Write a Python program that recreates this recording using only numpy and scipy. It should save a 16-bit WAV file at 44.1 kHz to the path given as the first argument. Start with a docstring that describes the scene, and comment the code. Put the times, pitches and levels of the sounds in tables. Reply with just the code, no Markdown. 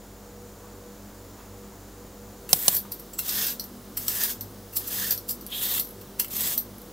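"""Peeling a yam

A metal swivel peeler makes six quick strokes in a small kitchen with humming appliances. In each, the
blade lands (impact), rasps through skin and wet flesh (fracture), then slips off and rattles against its
stop (free vibration). First a tray is lifted from the worktop with a faint rustle; then the background
hum and hiss change at a scene cut, and the peeling begins. During the first stroke a sharp double click,
like a switch pressed and released, sounds very close."""
import sys
import numpy as np
from scipy import signal
from scipy.fft import rfft, irfft
from scipy.io import wavfile

SR = 44100
rng = np.random.default_rng(int(sys.argv[2]) if len(sys.argv) > 2 else 0)


def store_pcm(level_fs):
    """Save levels as 16-bit WAV."""
    pcm = np.round(np.clip(level_fs, -1, 1) * 32767).astype(np.int16)
    wavfile.write(sys.argv[1], SR, np.atleast_2d(pcm).T)


N = 305172
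TIME = np.arange(N) / SR

# Levels are in dB; the click, smacks, blade hits and peeling add a further gain.
# fan noise before and after the scene cut (frequency [Hz], spectral level [dB])
FAN_BEFORE = [(25,-18), (60,-8.5), (140,-10.5), (400,-9), (520,-10), (700,-13), (1200,-17), (2500,-28),
              (5500,-26), (6600,-24), (9000,-29), (12500,-28), (15000,-24.5)]
FAN_AFTER = [(25,-20), (60,-10.5), (170,-6), (330,-5.5), (520,-9), (700,-13), (1200,-16.5), (2500,-27.5),
             (3200,-24), (6400,-24), (9000,-26), (12500,-25), (15000,-21.5)]
# likeness of the fan noise on left and right (frequency [Hz], coherence [0-1])
FAN_COHERENCE = [(50, 0.98), (300, 0.99), (1500, 0.93), (7000, 0.84), (15000, 0.92)]
# motor tones (frequency [Hz], level before [dB], level after [dB], wavering share of power [0-1])
MOTOR_TONES = [(49, -53.5, -56.5, 0.02), (95.9, -55, -72, 0), (99.8, -59, -55, 0.7),
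               (198.2, -60, -55.5, 0.77), (204.1, -55, -56.5, 0.35), (241.7, -64.5, -57.5, 0.74),
               (295.4, -60.5, -74, 0.6), (340.3, -76, -66.5, 0.8), (385.7, -61, -62, 0.56),
               (484.8, -54.5, -58, 0.32)]

# the tray is lifted, later a strip of peel drops (time [s], level [dB], rise [s], decay [s])
HANDLING_CONTACTS = [(.65, -55.5, .015, 0.033), (1.4, -53, .04, .05), (2.852, -44, .002, .007)]
# the double click (time [s], level [dB], rise [s], decay [s])
SWITCH_CLICKS = [(2.5302, 1.5, 0.000076, 0.003), (2.6812, -2.5, 0.00036, 0.0037)]
# slimy peel sticks and lets go (time [s], level [dB])
PEEL_SMACKS = [(5.4655, -23.5), (5.871, -31), (5.889, -35), (5.9085, -36), (6.2823, -29), (6.3181, -31),
               (6.408, -15), (6.782, -38), (6.8177, -34)]
# the edge sticks and slips (time [s], level [dB], rise [s], decay [s])
EDGE_SQUEAKS = [(3.138, -38, .003, 0.0073), (3.186, -33.5, 0.0043, .008), (6.465, -35.5, 0.045, .02)]
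# the blade skids before it bites (time [s], level [dB], rise [s], decay [s])
BLADE_SKIDS = [(5.53, -33.5, 0.014, .08)]
# the freed blade hits its stop (time [s], level [dB], rise [s])
BLADE_SWINGS = [(2.7501, -11, 0.0041), (2.768, -12.5, 0.0024), (2.921, -19, 0.0022), (2.998, -32, .004),
                (3.5965, -18.5, 0.00043), (3.64, -29.5, 0.002), (4.41, -21, 0.0014), (5.1085, -10, 0.0015),
                (5.1244, -16, 0.0028), (5.177, -23.5, 0.00083), (5.411, -34.5, 0.0015),
                (5.7975, -12, 0.0023), (5.8474, -29, 0.0028), (6.5795, -11.5, .002)]
# the blade lands or snags on the yam (time [s], edge level [dB], knock level [dB], rise [s])
BLADE_LANDINGS = [(2.492, -22.5, -47, .001), (3.1338, -29.5, -62, 0.00076), (3.1917, -11.5, -40.5, .003),
                  (3.2915, -11.5, -42, 0.00021), (3.468, -16, -56, .0006), (3.974, -11.5, -41.5, .0024),
                  (4.0815, -11.5, -40, 0.00039), (4.2355, -7, -36, .0007), (4.734, -33, -56, 0.0067),
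                  (4.772, -10.5, -48.5, 0.008), (4.8795, -19.5, -54, 0.007), (5.2935, -18.5, -57, .005),
                  (5.31, -17.5, -65, .008), (5.779, -15, -39, .002), (6.0123, -35, -60, .001),
                  (6.1992, -7.5, -32, 0.0027), (6.246, -24, -49, 0.0019)]
# strokes (touch [s], bite [s], deepest cut [s], exit [s],
# crackle level [dB], rasp level [dB], tearing level [dB], chatter level [dB], tearing pitch [Hz])
PEELING_STROKES = [ (2.49, 2.53, 2.68, 2.767, -32, -59, -54, -53, 1820),
                   (3.215, 3.29, 3.39, 3.511, -32.5, -42, -44.5, -45, 1760),
                   (3.98, 4.11, 4.22, 4.31, -32.5, -43, -45, -51, 1770),
                   (4.79, 4.915, 5.04, 5.124, -34, -44.6, -44.5, -47.5, 1770),
                   (5.495, 5.585, 5.72, 5.775, -32, -48, -52.5, -43.5, 1860),
                   (6.295, 6.36, 6.45, 6.536, -31.5, -44.3, -52, -46.5, 1930), ]
# loss at the shallowest cut (crackle [dB], rasp [dB], tearing [dB], chatter [dB])
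SHALLOW_CUT_LOSS = [2.65, 4.8, 13.6, 6.1]

# normal modes (frequency [Hz], level [dB], time to fall 60 dB [s])
HOUSING_MODES = [(104, -25, 0.022), (176, -21.5, 0.049), (537, -18.5, 0.018), (763, -16.5, 0.029),
                 (1054, -19.5, 0.023)]  # hollow body under the double click
BLADE_MODES = [(4600, -20, .05), (5750, -21, .05), (7450, -19, .1), (10050, -20, .09), (11110, -21, .1),
               (12980, -1, .07), (13070, 2, .1), (13640, -9, .045), (13870, -10, .04), (14650, -10, .05),
               (15270, -13, .06), (15600, -12, .07)]  # steel blade

# spectral envelopes (frequency [Hz], spectral level [dB])
RUSTLE_SPECTRUM = [(400, -15), (1100, 0), (1700, -10), (3000, -17), (8000, -28)]  # soft handling
SNAP_SPECTRUM = [(900,-21), (2000,-13), (3000,-5.5), (4760,-6), (5750,-3), (7620,-5.5), (10500,0),
                 (12200,0.5), (13500,-3.5), (16000,-4.5)]  # double click
SMACK_SPECTRUM = [(2000,-27), (4000,-13), (9500,-17), (11800,5), (13000,-4), (15500,-10)]  # bursting slime
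FRAME_SPECTRUM = [(2000, -75), (3500, -8), (4700, 5.5), (5200, -1), (5800, 5.5), (6700, -14), (9000, -27)]  # jolted peeler frame
CLINK_SPECTRUM = [(5500, -21.5), (7500, -9.5), (9000, -9), (12300, -3), (13000, 7), (14000, 3), (15700, -7),
                  (17000, -53)]  # blade on its stop
TICK_SPECTRUM = [(2060, -30), (3500, -19), (4540, -13), (5970, -10), (6870, -19.5), (7600, -6), (8800, -15),
                 (9200, -8.5), (12000, -9), (12600, -4), (13400, 1.5), (13700, -1), (16000, -6)]  # edge meeting the yam
KNOCK_SPECTRUM = [(470, -54), (800, -17), (966, -1), (1140, -7), (1280, 9), (1450, -3.5), (1950, -2.5),
                  (2170, 4), (2480, -5), (2720, 7.5), (4000, -12), (5200, -69), (8800, -120)]  # dull part of a landing
SKIN_SPECTRUM = [(4500,-13), (6500,-10), (7750,-2.5), (8400,-7), (10000,-4.5), (12000,-3), (12650,-4),
                 (13100,-4), (13700,3.5), (15100,2), (16000,-23)]  # fine crackle of the skin
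RASP_SPECTRUM = [(750,-19), (1100,-9.5), (2300,-10), (2760,-0.5), (3100,-13), (4200,-6), (4900,4), (5640,2),
                 (6600,2.5), (8500,-14), (11000,-26)]  # coarse scraping
CHATTER_SPECTRUM = [(2300,-30), (3000,-8.5), (3400,-1), (3550,-1.5), (3850,-4), (4500,-9.5), (5500,-41)]  # blade vibrating in the cut


def from_db(db):
    """The decibel scale is logarithmic: 20 dB is a tenfold amplitude."""
    return 10 ** (np.asarray(db) / 20)


def rms_one(x):
    """Normalisation to unit mean power."""
    return x / np.sqrt(np.mean(x ** 2) + 1e-20)


def at_hz(points, hz):
    """Interpolation on a logarithmic frequency axis."""
    frequencies, values = np.transpose(points)
    return np.interp(np.log(hz + 1), np.log(frequencies), values)


def drift(rate_hz):
    """Random modulation: straight lines between Gaussian values; rms 1."""
    knots = rng.standard_normal(N // 40)
    return rms_one(np.interp(TIME * rate_hz, np.arange(len(knots)), knots))


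def through(x, response):
    """Convolution: a linear system answers each sample with its impulse response."""
    return signal.oaconvolve(x, response)[:N]


def colour(x, spectrum, size=2048):
    """Minimum-phase filtering: a folded cepstrum gives a causal response of unit energy."""
    gain = from_db(at_hz(spectrum, np.fft.rfftfreq(size, 1 / SR)))
    cepstrum = irfft(np.log(gain))
    cepstrum[1:size // 2] *= 2
    cepstrum[size // 2 + 1:] = 0
    response = irfft(np.exp(rfft(cepstrum)))
    return through(x, response / np.linalg.norm(response))


def resonance(force, hz, width_hz):
    """Forced resonance in two stages, with a pitch that may move; about unit energy."""
    carrier = np.exp(2j * np.pi * np.cumsum(hz) / SR)
    r = np.exp(-np.pi * width_hz / SR)
    envelope = signal.lfilter([1], [1, -2 * r, r * r], force / carrier + 1e-18)
    return (carrier * envelope).real * np.sqrt(8 * (1 - r) ** 3)


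def grains(per_s, spread_db):
    """Shot noise: tiny impulses of uneven size at random moments; rms 1."""
    out = np.zeros(N)
    at = np.flatnonzero(rng.random(N) < per_s / SR)
    sizes = from_db(spread_db * np.minimum(rng.exponential(1, len(at)), 4))
    out[at] = sizes * rng.choice([-1, 1], len(at))
    return rms_one(out)


def contacts(rows, spread_db):
    """Rough contact: micro-impacts build up and die exponentially; one force per level column."""
    forces = np.zeros((len(rows[0]) - 3, N))
    for time, *levels_db, rise, decay in rows:
        near = np.flatnonzero(np.abs(TIME - time) < .1)
        t = TIME[near] - time
        burst = np.exp(np.where(t < 0, t / rise, -t / decay))
        forces[:, near] += np.outer(from_db(levels_db), burst)
    return [force * grains(14000, spread_db) for force in forces]


def strikes(rows):
    """Impulse approximation: the main impact of each contact lasts one sample."""
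    impulses = np.zeros(N)
    for time, db, *_ in rows:
        impulses[round(time * SR)] = from_db(db)
    return impulses


def fan(spectrum, level_db):
    """Partial coherence: steady fan noise, nearly alike on both sides in the bass."""
    hz = np.fft.rfftfreq(N, 1 / SR)
    coherence = at_hz(FAN_COHERENCE, hz)
    mid, side = rfft(rng.standard_normal((2, N))) * from_db(at_hz(spectrum, hz))
    stereo = np.sqrt(1 + coherence) * mid + np.sqrt(1 - coherence) * side * [[1], [-1]]
    return from_db(level_db) * rms_one(irfft(stereo, N))


def hum(after, waver_hz):
    """Quadrature modulation: motor tones waver in amplitude and phase."""
    out = np.zeros(N)
    for hz, before_db, after_db, share in MOTOR_TONES:
        phase = 2 * np.pi * hz * TIME
        steady = np.sqrt(2 * (1 - share)) * np.sin(phase)
        wavering = drift(waver_hz) * np.sin(phase) + drift(waver_hz) * np.cos(phase)
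        out += from_db(before_db + after * (after_db - before_db)) * (steady + np.sqrt(share) * wavering)
    return out


def appliances(scene_cut_s, whine_hz, whine_width_hz, whine_db):
    """Superposition: the background hum and hiss change at a scene cut, where a thin whine stops."""
    after = np.clip((TIME - scene_cut_s) / 0.35 + .5, 0, 1)
    whine_band = signal.iirpeak(whine_hz, whine_hz / whine_width_hz, fs=SR)
    whine = rms_one(signal.lfilter(*whine_band, rng.standard_normal(N)))
    early = fan(FAN_BEFORE, level_db=-47) + from_db(whine_db) * whine
    late = fan(FAN_AFTER, level_db=-47)
    sound = np.sqrt(1 - after) * early + np.sqrt(after) * late + hum(after, waver_hz=9)
    swell_db = np.interp(TIME, [0, 0.86], [-1, 0]) + 1.5 * after
    return sound * from_db(swell_db)


def kitchen(x, t60_s, reverb_db, width):
    """Reverberation: dense reflections from worktop and cupboards decay exponentially."""
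    t = TIME[:SR // 2]
    tails = rng.standard_normal((2, len(t))) * from_db(-60 * t / t60_s) * (t > .003)
    mid, side = (through(x, tail / np.linalg.norm(tail)) for tail in tails)
    return x + from_db(reverb_db) * (mid + width * side * np.array([[1], [-1]]))


def handling():
    """Friction noise: the lifted tray and a dropped strip of peel give a faint, dull rustle."""
    brush, = contacts(HANDLING_CONTACTS, spread_db=3.5)
    return colour(brush, RUSTLE_SPECTRUM)


def switch(snap_db, thud_db):
    """Near-field snap, different on each side, over the shared thud of the housing's damped modes."""
    snap = np.array([colour(contacts(SWITCH_CLICKS, spread_db=1.5)[0], SNAP_SPECTRUM) for side in "LR"])
    t = TIME[:SR // 8]
    housing = sum((-1) ** k * from_db(db - 60 * t / t60) * np.sin(2 * np.pi * hz * t)
                  for k, (hz, db, t60) in enumerate(HOUSING_MODES))
    thud = through(strikes(SWITCH_CLICKS), housing)
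    pan_right, pan_left = from_db([[-1.3], [1.3]]), from_db([[1.1], [-1.1]])
    return from_db(snap_db) * snap * pan_right + from_db(thud_db) * thud * pan_left


def smacks(level_db, rise_s, decay_s):
    """Film rupture: slime bursts with tiny high ticks."""
    film, = contacts([(time, db, rise_s, decay_s) for time, db in PEEL_SMACKS], spread_db=4.5)
    return from_db(level_db) * colour(film, SMACK_SPECTRUM)


def stick_slip(rows, hz, width_hz, spread_db):
    """Stick-slip friction: quick slips of the edge drive one resonance of the blade."""
    slips, = contacts(rows, spread_db)
    return resonance(slips, np.full(N, hz), width_hz)


def blade_ring(force, spread_db=1.5):
    """Modal ringing: each mode's share wavers as the contact point moves; about unit energy."""
    out, energy = np.zeros(N), 0
    for hz, db, t60 in BLADE_MODES:
        r, w = from_db(-60 / (t60 * SR)), 2 * np.pi * hz / SR  # pole radius and angle
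        drive = force * from_db(db + spread_db * drift(8.2)) + 1e-18
        out += signal.lfilter([0, np.sin(w)], [1, -2 * r * np.cos(w), r * r], drive)
        energy += from_db(db) ** 2 / (2 * (1 - r * r))
    return out / np.sqrt(energy)


def blows(rows, frame_db):
    """Impact scaling: sudden contacts jolt the frame harder, and light ones rattle longer."""
    time, db, *other_db, rise = np.transpose(rows)
    jolt_db = db + frame_db - 3.5 * np.log2(rise / .001)  # 3.5 dB more per halving of the rise
    decay = 0.0026 * 2 ** (-db / 25)  # doubles with each 25 dB drop
    return np.transpose([time, db, jolt_db, *other_db, rise, decay])


def swings(clink_db, frame_db, ring_db):
    """Free vibration: the blade clinks against its stop, rings and shakes the frame."""
    edge, frame = contacts(blows(BLADE_SWINGS, frame_db), spread_db=3.0)
    clink = from_db(clink_db) * colour(edge, CLINK_SPECTRUM)
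    ring = from_db(ring_db) * blade_ring(strikes(BLADE_SWINGS))
    return clink + colour(frame, FRAME_SPECTRUM) + ring


def landings(tick_db, frame_db, knock_db, ring_db):
    """Damped impact on the yam: a broad tick, a jolt of the frame, a dull knock and a little ring."""
    edge, frame, body = contacts(blows(BLADE_LANDINGS, frame_db), spread_db=4.5)
    tick = from_db(tick_db) * colour(edge, TICK_SPECTRUM)
    knock = from_db(knock_db) * colour(body, KNOCK_SPECTRUM)
    ring = from_db(ring_db) * blade_ring(strikes(BLADE_LANDINGS))
    return tick + colour(frame, FRAME_SPECTRUM) + knock + ring


def cutting(touch_s=0.015, sink_s=0.063, graze_db=-10, release_db_per_s=493, sag_hz_per_s=1700):
    """Amplitude envelopes: four sounds follow the cut's depth; the tearing pitch sags past its deepest."""
    envelopes, pitch = np.zeros((4, N)), np.full(N, float(PEELING_STROKES[0][-1]))
    for touches, bites, deepest, leaves, *peaks_db, hz in PEELING_STROKES:
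        shallowness = np.interp(TIME, [bites, deepest, leaves], [1, 0, 0.76])
        levels_db = [db - loss_db * shallowness for db, loss_db in zip(peaks_db, SHALLOW_CUT_LOSS)]
        bite_db = np.interp(TIME, [bites - sink_s, bites], [graze_db, 0])
        release_db = release_db_per_s * np.clip(TIME - leaves, 0, 1)
        contact = np.clip((TIME - touches) / touch_s, 0, 1) * from_db(bite_db - release_db)
        envelopes += contact * from_db(levels_db)
        sag_hz = sag_hz_per_s * (np.clip(TIME, deepest, leaves) - deepest)
        pitch = np.where(TIME < touches, pitch, hz - sag_hz)
    return envelopes, pitch


def peeling(skin_db, rasp_db, flesh_db, chatter_db, ring_db, grip_db):
    """Fracture under a wavering grip: fibres snap, flesh tears with a hollow note, the blade chatters."""
    envelopes, pitch = cutting()
    fine, coarse, flesh, judder = envelopes * from_db(grip_db * drift(110))
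    snaps = fine * grains(per_s=7000, spread_db=3.0)
    crackle = from_db(skin_db) * colour(snaps, SKIN_SPECTRUM) + from_db(ring_db) * blade_ring(snaps)
    rasp = colour(coarse * grains(per_s=3500, spread_db=4.5), RASP_SPECTRUM)
    tearing = resonance(flesh * grains(per_s=2500, spread_db=2.5), pitch, width_hz=350)
    chatter = colour(judder * grains(per_s=3100, spread_db=4.0), CHATTER_SPECTRUM)
    return crackle + from_db(rasp_db) * rasp + from_db(flesh_db) * tearing + from_db(chatter_db) * chatter


def scene():
    """Superposition: peeler and handling reverberate; the close click and the appliances add directly."""
    peeler = peeling(skin_db=1.33, rasp_db=5.5, flesh_db=4.5, chatter_db=6.5, ring_db=-5, grip_db=1.7)
    peeler += smacks(level_db=-4.5, rise_s=.0004, decay_s=0.0034)
    peeler += landings(tick_db=-5.5, frame_db=-22.5, knock_db=4.5, ring_db=5)
    peeler += swings(clink_db=-6.5, frame_db=-14, ring_db=8.5)
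    peeler += stick_slip(EDGE_SQUEAKS, hz=7650, width_hz=460, spread_db=3.0)
    peeler += stick_slip(BLADE_SKIDS, hz=3420, width_hz=900, spread_db=2.5)
    room = kitchen(peeler + handling(), t60_s=0.15, reverb_db=-3.5, width=0.38)
    clicks = switch(snap_db=0, thud_db=-2.5)
    return room + clicks + appliances(scene_cut_s=2.45, whine_hz=7030, whine_width_hz=70, whine_db=-65)


def record(dry, cutoff_hz=15700):
    """Clipping and band limiting: peaks beyond full scale flatten, and the top treble is cut."""
    lowpass = signal.ellip(10, .1, 70, cutoff_hz, fs=SR, output="sos")
    return signal.sosfilt(lowpass, np.clip(dry, -1, 1))


dry = scene()
out = record(dry)
store_pcm(out)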